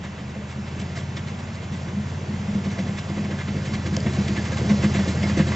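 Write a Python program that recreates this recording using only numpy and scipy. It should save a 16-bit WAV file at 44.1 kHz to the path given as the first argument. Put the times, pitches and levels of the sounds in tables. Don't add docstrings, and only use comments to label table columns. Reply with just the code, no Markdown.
import sys
import numpy as np
from scipy import signal
from scipy.fft import rfft, irfft, next_fast_len
from scipy.io import wavfile
from scipy.ndimage import uniform_filter1d, map_coordinates

SR = 44100
rng = np.random.default_rng(int(sys.argv[2]) if len(sys.argv) > 2 else 0)


def bounce(signal):
    frames = np.transpose(np.atleast_2d(signal))
    limited = np.clip(frames, -1, 1)
    pcm = np.round(limited * 32767).astype(np.int16)
    wavfile.write(sys.argv[1], SR, pcm)


N = 244755
TIME = np.arange(N) / SR
TOP_HZ = 8064

# (time [s], gain [dB])
NEARNESS = [(0, -4), (.3, -4), (.9, -1.5), (1.7, -2.5), (2.3, -1.5), (2.75, 0), (3.2, 0), (3.9, 1.5),
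            (4.3, 3.5), (4.9, 5), (5.3, 4), (5.55, 5)]
# (time [s], middle modes [dB], low modes re middle [dB],
# high modes re middle [dB], peak of the boom's swell [dB rms])
BLOWS = [(.045, -40, -3, -5, -36.5), (0.199, -46, 0, -3, -37), (.356, -44, -5, 9, -34),
         (.576, -37, 3, -9, -30), (0.798, -38.5, 5, -3, -32.5), (.967, -37.5, -8, 1, -39),
         (1.169, -37, -18, -1, -47), (1.715, -40, 13.5, -7, -45), (1.927, -41, -3, 0, -31.5),
         (1.966, -43, -2, -4, -24.5), (2.159, -41.5, 4, -8, -40.5), (2.286, -37, 7, -5.5, -26.5),
         (2.399, -43, 2.5, -3, -30), (2.476, -36.5, -1, -11, -25), (2.545, -32.5, 6.5, -1.5, -22),
         (2.659, -33.5, 6, -5, -23), (2.784, -29.5, -3, 1, -27.5), (2.866, -33.5, 5, -5, -31),
         (2.889, -35.5, 7, 5.5, -42), (3.097, -31.5, 3, 0, -29), (3.171, -29.5, 5, -10, -24),
         (3.242, -34.5, 9.5, -10, -33.5), (3.308, -30, -9, -9, -48), (3.481, -28.5, -15, -6, -29.5),
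         (3.554, -33, 2, -1, -34), (3.694, -31.5, -3, -11, -31.5), (3.75, -36, -7, -5, -30),
         (3.86, -26.5, -11, -2, -33), (3.923, -25.5, 2, -12, -26), (3.968, -31, -2, 7, -42),
         (4.055, -23, 4.5, -4.5, -27.5), (4.175, -26.5, 0.5, -9.5, -20), (4.293, -23.5, -7, -20, -24),
         (4.377, -28, -11, -4, -29.5), (4.519, -36, 1, 9, -46), (4.573, -37, -4, -2, -54),
         (4.643, -28, -10, -5, -27), (4.695, -30, 7.5, -1, -14), (4.835, -21, -4, -2.5, -17),
         (4.949, -26, 3.5, -3.5, -21), (4.988, -29, -10, -5, -23.5), (5.074, -24.5, -7, -11, -32.5),
         (5.2, -39, -2, -5, -25), (5.235, -25, -4, -0.5, -28), (5.294, -29.5, -4, -.5, -26.5),
         (5.372, -17, -16, -9, -29), (5.391, -21.5, 7.5, 2, -23), (5.47, -25.5, 4, -4, -32)]


def amp(db):
    return 10 ** (np.asarray(db) / 20)


def unit(x):
    return x / np.sqrt(np.mean(x ** 2) + 1e-20)


def along(points, hz):
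    point_hz, value = np.transpose(points)
    return np.interp(np.log(hz + 1), np.log(point_hz + 1), value)


def curves(rows):
    s, *columns = np.transpose(rows)
    return [np.interp(TIME, s, column) for column in columns]


def wobble(rate):
    knots = rng.standard_normal(int(N * rate / SR) + 4)
    return map_coordinates(knots, [TIME * rate])


def tone(hz):
    cycles = np.cumsum(hz) / SR + rng.random()
    return np.sqrt(2) * np.sin(2 * np.pi * cycles)


def filtered(x, response):
    m = next_fast_len(N + SR // 2)
    spectrum = rfft(x, m) * response(np.fft.rfftfreq(m, 1 / SR))
    return irfft(spectrum, m)[..., :N]


def rush(gain, patchy_db):
    # (frequency [Hz], left-right correlation [1])
    likeness = [(60, 1), (240, 1), (470, 0.9), (940, 0.9), (1880, 0.99), (3750, 0.86), (6000, 0.98),
                (7500, 1)]
    # (frequency [Hz], left minus right [dB])
    lean = [(500, 0), (870, -.8), (1490, -1.5), (2550, -2.7), (4370, -.3), (7460, 0)]
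    # (frequency [Hz], phase by which the left leads [rad])
    lead = [(0, 0.14), (950, -0.0043), (1210, -1.3), (1550, -0.61), (2150, -0.59), (2840, 0.19),
            (4050, 0.81), (4820, 0.28), (6500, 0)]
    z = signal.stft(rng.standard_normal((2, N)), nperseg=512)[2]
    field = uniform_filter1d(rng.standard_normal(z.shape[1:]), 6, 0)
    field = uniform_filter1d(field, 6, 1)
    pair = signal.istft(z * amp(patchy_db * unit(field)), nperseg=512)[1]
    m = next_fast_len(N)
    hz = np.fft.rfftfreq(m, 1 / SR)
    turn = np.arccos(np.clip(along(likeness, hz), -1, 1)) / 2
    mid, side = rfft(pair, m) * gain(hz) * [np.cos(turn), np.sin(turn)]
    half = np.array([[.5], [-.5]])
    ports = amp(half * along(lean, hz)) * np.exp(1j * half * along(lead, hz))
    return unit(irfft([mid + side, mid - side] * ports, m)[:, :N])


def engine():
    # (time [s], four-stroke cycles [Hz])
    speed = [(0, 16.1), (.4, 16.2), (1.21, 17.7), (1.55, 17.5), (1.92, 17.5), (2.8, 18.35), (4.1, 16.9),
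             (5.55, 16.9)]
    # (time [s], orders below the 8th [dB rms], 8th and above [dB rms])
    exhaust = [(0, -42, -40), (.35, -40.5, -39), (1, -35, -35), (1.64, -37, -37), (2.06, -34, -34.5),
               (2.78, -35.5, -35), (3.3, -34.5, -36), (4.13, -31, -30), (4.4, -31, -31.5),
               (5.55, -27, -28.5)]
    orders = (4, 5, 6, 7, 8, 9, 10, 11, 13)
    # (level re the exhaust loudness [dB], depth of wavering [dB])
    order_levels = [(-28.5, 5), (0, 0.2), (-6, 2), (-7.5, -0.5), (-1.5, 2), (-8, 2), (-9.5, 3.5), (-9, 0),
                    (-12, 3)]
    (cycle_hz,) = curves(speed)
    low_db, high_db = curves(exhaust)
    drone = 0
    for k, (db, waver_db) in zip(orders, order_levels):
        exhaust_db = low_db if k < 8 else high_db
        drone = drone + amp(exhaust_db + db + waver_db * wobble(4)) * tone(k * cycle_hz)
    return drone


def boom():
    # (time [s], pitch [Hz])
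    boom_pitch = [(0, 202), (.6, 205), (.9, 200), (1.5, 208), (1.75, 195), (2, 205), (2.65, 201),
                  (2.82, 190), (2.95, 205), (3.2, 205), (3.42, 197), (3.75, 206), (4.03, 194), (4.35, 207),
                  (4.85, 206), (5.12, 194), (5.22, 204), (5.55, 196)]
    rise_s, fall_s = 0.013, 0.041
    hum_db = -42
    (near_db,), (hz,) = curves(NEARNESS), curves(boom_pitch)
    since_peak = np.arange(SR // 4) / SR - rise_s
    width_s = np.where(since_peak < 0, rise_s / 2, fall_s)
    shape = np.exp(-(since_peak / width_s) ** 2)
    swell = np.zeros(N + SR)
    for s, *_, boom_db in BLOWS:
        swell[round(s * SR):][:len(shape)] += amp(boom_db) * shape
    hum = amp(hum_db + near_db + 3.45 * wobble(14))
    return (swell[:N] + hum) * tone(hz + 3 * wobble(25))


def snow():
    # (frequency [Hz], relative density [dB per Hz])
    rumble_spectrum = [(15, -44), (30, -21), (60, -16), (90, -11.5), (130, -5.5), (180, -5.5), (230, -9.5),
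                       (267, -13), (335, -13.5), (500, -16), (650, -17), (800, -37.5), (1200, -45),
                       (2000, -120)]
    # (frequency [Hz], relative density [dB per Hz])
    slide_spectrum = [(410, -24.5), (700, 0), (810, -0.5), (1420, -4), (2050, -3), (2500, -6.5),
                      (3500, -10), (4200, -20.5), (6000, -60.5)]
    # (frequency [Hz], relative density [dB per Hz])
    powder_spectrum = [(2000, -39), (3200, -8), (4000, -2.5), (5000, -1.5), (6700, -4), (7500, -5),
                       (9000, -37)]
    rumble_db, slide_db, powder_db = -40.5, -41.5, -49
    rumble_grows, powder_grows = 1, 1.41
    (near_db,) = curves(NEARNESS)
    lumps = wobble(11)
    rumble = rush(lambda hz: amp(along(rumble_spectrum, hz)), patchy_db=2.4)
    rumble = rumble / np.std(filtered(rumble, lambda hz: (hz > 240) & (hz < 700)))
    rumble = amp(rumble_db + rumble_grows * near_db + 0.14 * lumps) * rumble
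    slide = rush(lambda hz: amp(along(slide_spectrum, hz)), patchy_db=0.9)
    slide = amp(slide_db + near_db) * slide
    powder = rush(lambda hz: amp(along(powder_spectrum, hz)), patchy_db=1.24)
    powder = amp(powder_db + powder_grows * near_db) * powder
    return rumble + amp(0.42 * lumps) * (slide + powder)


def slabs():
    # (time [s], reference peak [dB], spray re that [dB], rise time [s])
    breaks = [(0.0365, -25, -24, .017), (.1734, -31.5, -23, .024), (.2784, -35, -20, 0.021),
              (.3494, -33, -32, 0.013), (.4898, -29, -19, .025), (.665, -29.5, -23, 0.021),
              (.7968, -34, -10, 0.017), (0.956, -26.5, -15.5, 0.024), (1.1666, -22.5, -19, 0.014),
              (1.2732, -29.5, -15.5, .019), (1.3904, -37.5, -10, .014), (1.5454, -38, -8.5, 0.014),
              (1.6286, -35, -14, .014), (1.7168, -37, -11, 0.032), (1.8824, -29.5, -39, 0.014),
              (2.5413, -33, -18, 0.013), (2.6404, -29, -19, 0.021), (2.7092, -28, -19, 0.015),
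              (2.784, -25, -19.5, .016), (2.8689, -27.5, -21, .017), (2.9754, -27.5, -14, 0.017),
              (3.0845, -30.5, -18, 0.017), (3.1777, -28, -29, 0.014), (3.2428, -29.5, -21, .015),
              (3.3082, -26, -25, 0.015), (3.3862, -23.5, -26, .014), (3.4046, -26, -32, .016),
              (3.48, -22.5, -33, .014), (3.5598, -28, -28, .016), (3.6515, -25, -17.5, 0.017),
              (3.7331, -24, -15, 0.016), (3.862, -24.5, -17.5, 0.015), (3.9367, -26, -18, 0.015),
              (4.065, -20.5, -27, 0.014), (4.137, -24.5, -19.5, 0.021), (4.282, -20.5, -17, 0.012),
              (4.366, -18, -23.5, 0.014), (4.4494, -24, -20.5, 0.02), (4.521, -24.5, -19, 0.014),
              (4.574, -18.5, -19, 0.013), (4.6945, -19.5, -21, 0.017), (4.8244, -16.5, -22, 0.02),
              (4.9437, -17.5, -20, 0.018), (4.9895, -23.5, -21, 0.018), (5.0787, -23, -14.5, .017),
              (5.2244, -21.5, -17, 0.017), (5.2592, -26, -17, 0.021), (5.2894, -23, -22, 0.02),
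              (5.3734, -18, -18, 0.016), (5.3919, -17.5, -32.5, 0.017), (5.4675, -22.5, -19, 0.019),
              (5.5169, -21, -27, 0.019)]
    # (frequency [Hz], width [Hz], level [dB])
    resonances = [(545, 100, 1.5), (1110, 210, 3.5), (1640, 210, 5.5), (2110, 460, 4), (2850, 510, -1.5),
                  (3520, 590, -5.5)]
    crunch_db = -13.5
    edge_db, edge_spread_db = -28.5, 2.5
    sing_db, sing_grows = -58.5, 1.4
    swells = np.zeros((3, N + SR))
    t = np.arange(SR // 4) / SR
    for (s, db, spray_db, rise), chance in zip(breaks, rng.standard_normal(len(breaks))):
        u = t / rise
        start = round((s - .008) * SR)
        levels_db = [[crunch_db], [edge_db + edge_spread_db * chance], [spray_db]]
        swells[:, start:start + len(u)] += amp(db) * amp(levels_db) * u ** 2 * np.exp(2 - 2 * u)
    swells[1, :N] += amp(sing_db + sing_grows * curves(NEARNESS)[0] + 3 * wobble(7.4))

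    def coloured(f):
        total = 0
        for k, (centre, width, db) in enumerate(resonances):
            resonator = 1j * f * width / (centre * centre - f * f + 1j * f * width)
            total = total + (-1) ** k * amp(db) * resonator
        return abs(total)

    spray_spectrum = [(1500, -24.5), (3000, 3.0), (8000, -5), (9000, -52)]  # (Hz, dB)
    crunch = rush(lambda f: coloured(f) * (f < TOP_HZ), patchy_db=-0.9)
    edge = rush(lambda f: 1 / (1 + ((f - 2060) / 110) ** 4), patchy_db=0.0)
    spray = rush(lambda f: amp(along(spray_spectrum, f)), patchy_db=2.5)
    grain = amp(1.8 * wobble(180))
    return grain * np.einsum("kn,kcn->cn", swells[:, :N], [crunch, edge, spray])


def whine():
    return amp(-61.5 + 2 * wobble(2.0)) * tone(np.full(N, 2669))


def surroundings():
    # (frequency [Hz], relative density [dB per Hz])
    around_spectrum = [(15, -40), (25, -5), (59, 0.5), (106, -10.5), (202, -7), (1040, -3.5), (1170, -4.5),
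                       (1420, -8.5), (1720, -11.5), (2520, -12.5), (2710, -14.5), (5710, -26.5),
                       (6590, -18.5), (7800, -40.5), (10100, -72), (17200, -120)]
    # (time [s], level [dB rms])
    around_level = [(0, -48), (2.5, -45.5), (5.55, -60)]
    (level_db,) = curves(around_level)
    pair = filtered(rng.standard_normal((2, N)), lambda hz: amp(along(around_spectrum, hz)))
    return amp(level_db + 1.1 * wobble(4.6)) * unit(pair)


def bumps():
    # (frequency [Hz], level [dB], time to decay by 60 dB [s])
    modes = [(139, -2.5, 0.065), (155.3, 6, 0.13), (219, 2.5, 0.11), (281, 4, 0.081), (323.9, 2.5, 0.11),
             (365, -12.5, 0.48), (523.7, 1.5, 0.086), (669, -2.5, 0.086)]
    out = np.zeros(N + SR)
    t = np.arange(SR // 4) / SR
    hz, level_db, t60 = np.transpose(modes)[..., None]
    attack = 1 - np.exp(-t / 0.0031)
    rings = amp(level_db - 60 * t / t60) * np.sin(2 * np.pi * hz * t) * attack
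    chance = rng.standard_normal((len(BLOWS), len(modes)))
    for (s, db, low_db, high_db, _), size in zip(BLOWS, chance):
        tilt_db = np.select([hz[:, 0] < 245, hz[:, 0] > 450], [low_db, high_db], 0)
        strengths = amp(db + tilt_db + 2.0 * size)
        out[round(s * SR):][:len(t)] += strengths @ rings
    return out[:N]


def squeaks():
    # (time [s], peak before panning [dB], mean pitch [Hz])
    slips = [(3.6894, -42, 2090), (4.3725, -30.5, 1721), (4.5216, -35, 1624), (4.8254, -29.5, 2011),
             (5.2295, -29, 2101), (5.2844, -39, 2050), (5.5169, -35, 2066)]
    out = np.zeros(N + SR)
    t = np.arange(SR // 10) / SR
    u = t / 0.011
    envelope = u ** 2 * np.exp(2 - 2 * u)
    waver = wobble(120)
    for s, db, hz in slips:
        at = round(s * SR)
        pitch = hz + 40 * np.resize(waver[at:], len(t))
        out[at:at + len(t)] += amp(db) * envelope * np.sin(2 * np.pi * np.cumsum(pitch) / SR)
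    return out[:N] * amp([[-1], [1]])


def ticks():
    # (time [s], level at the start [dB rms])
    grains = [(3.9663, -23.5), (4.0042, -33.5), (4.138, -39.5)]
    burst = np.zeros(N)
    t = np.arange(SR // 50) / SR
    for s, db in grains:
        burst[round(s * SR):][:len(t)] += amp(db - 60 * (t / 0.0065) ** 3)
    treble = [(3000, -13), (4300, -9), (4800, -2), (7500, -10), (9000, -65)]  # (Hz, dB)
    return burst * rush(lambda f: amp(along(treble, f)), patchy_db=0.5)


def scene():
    plow = boom() + snow() + slabs() + bumps() + squeaks() + ticks()
    return engine() + plow + whine() + surroundings()


def record(dry):
    return filtered(dry, lambda hz: amp(-90 * np.clip((hz - TOP_HZ + 400) / 600, 0, 2) ** 3))


dry = scene()
out = record(dry)
bounce(out)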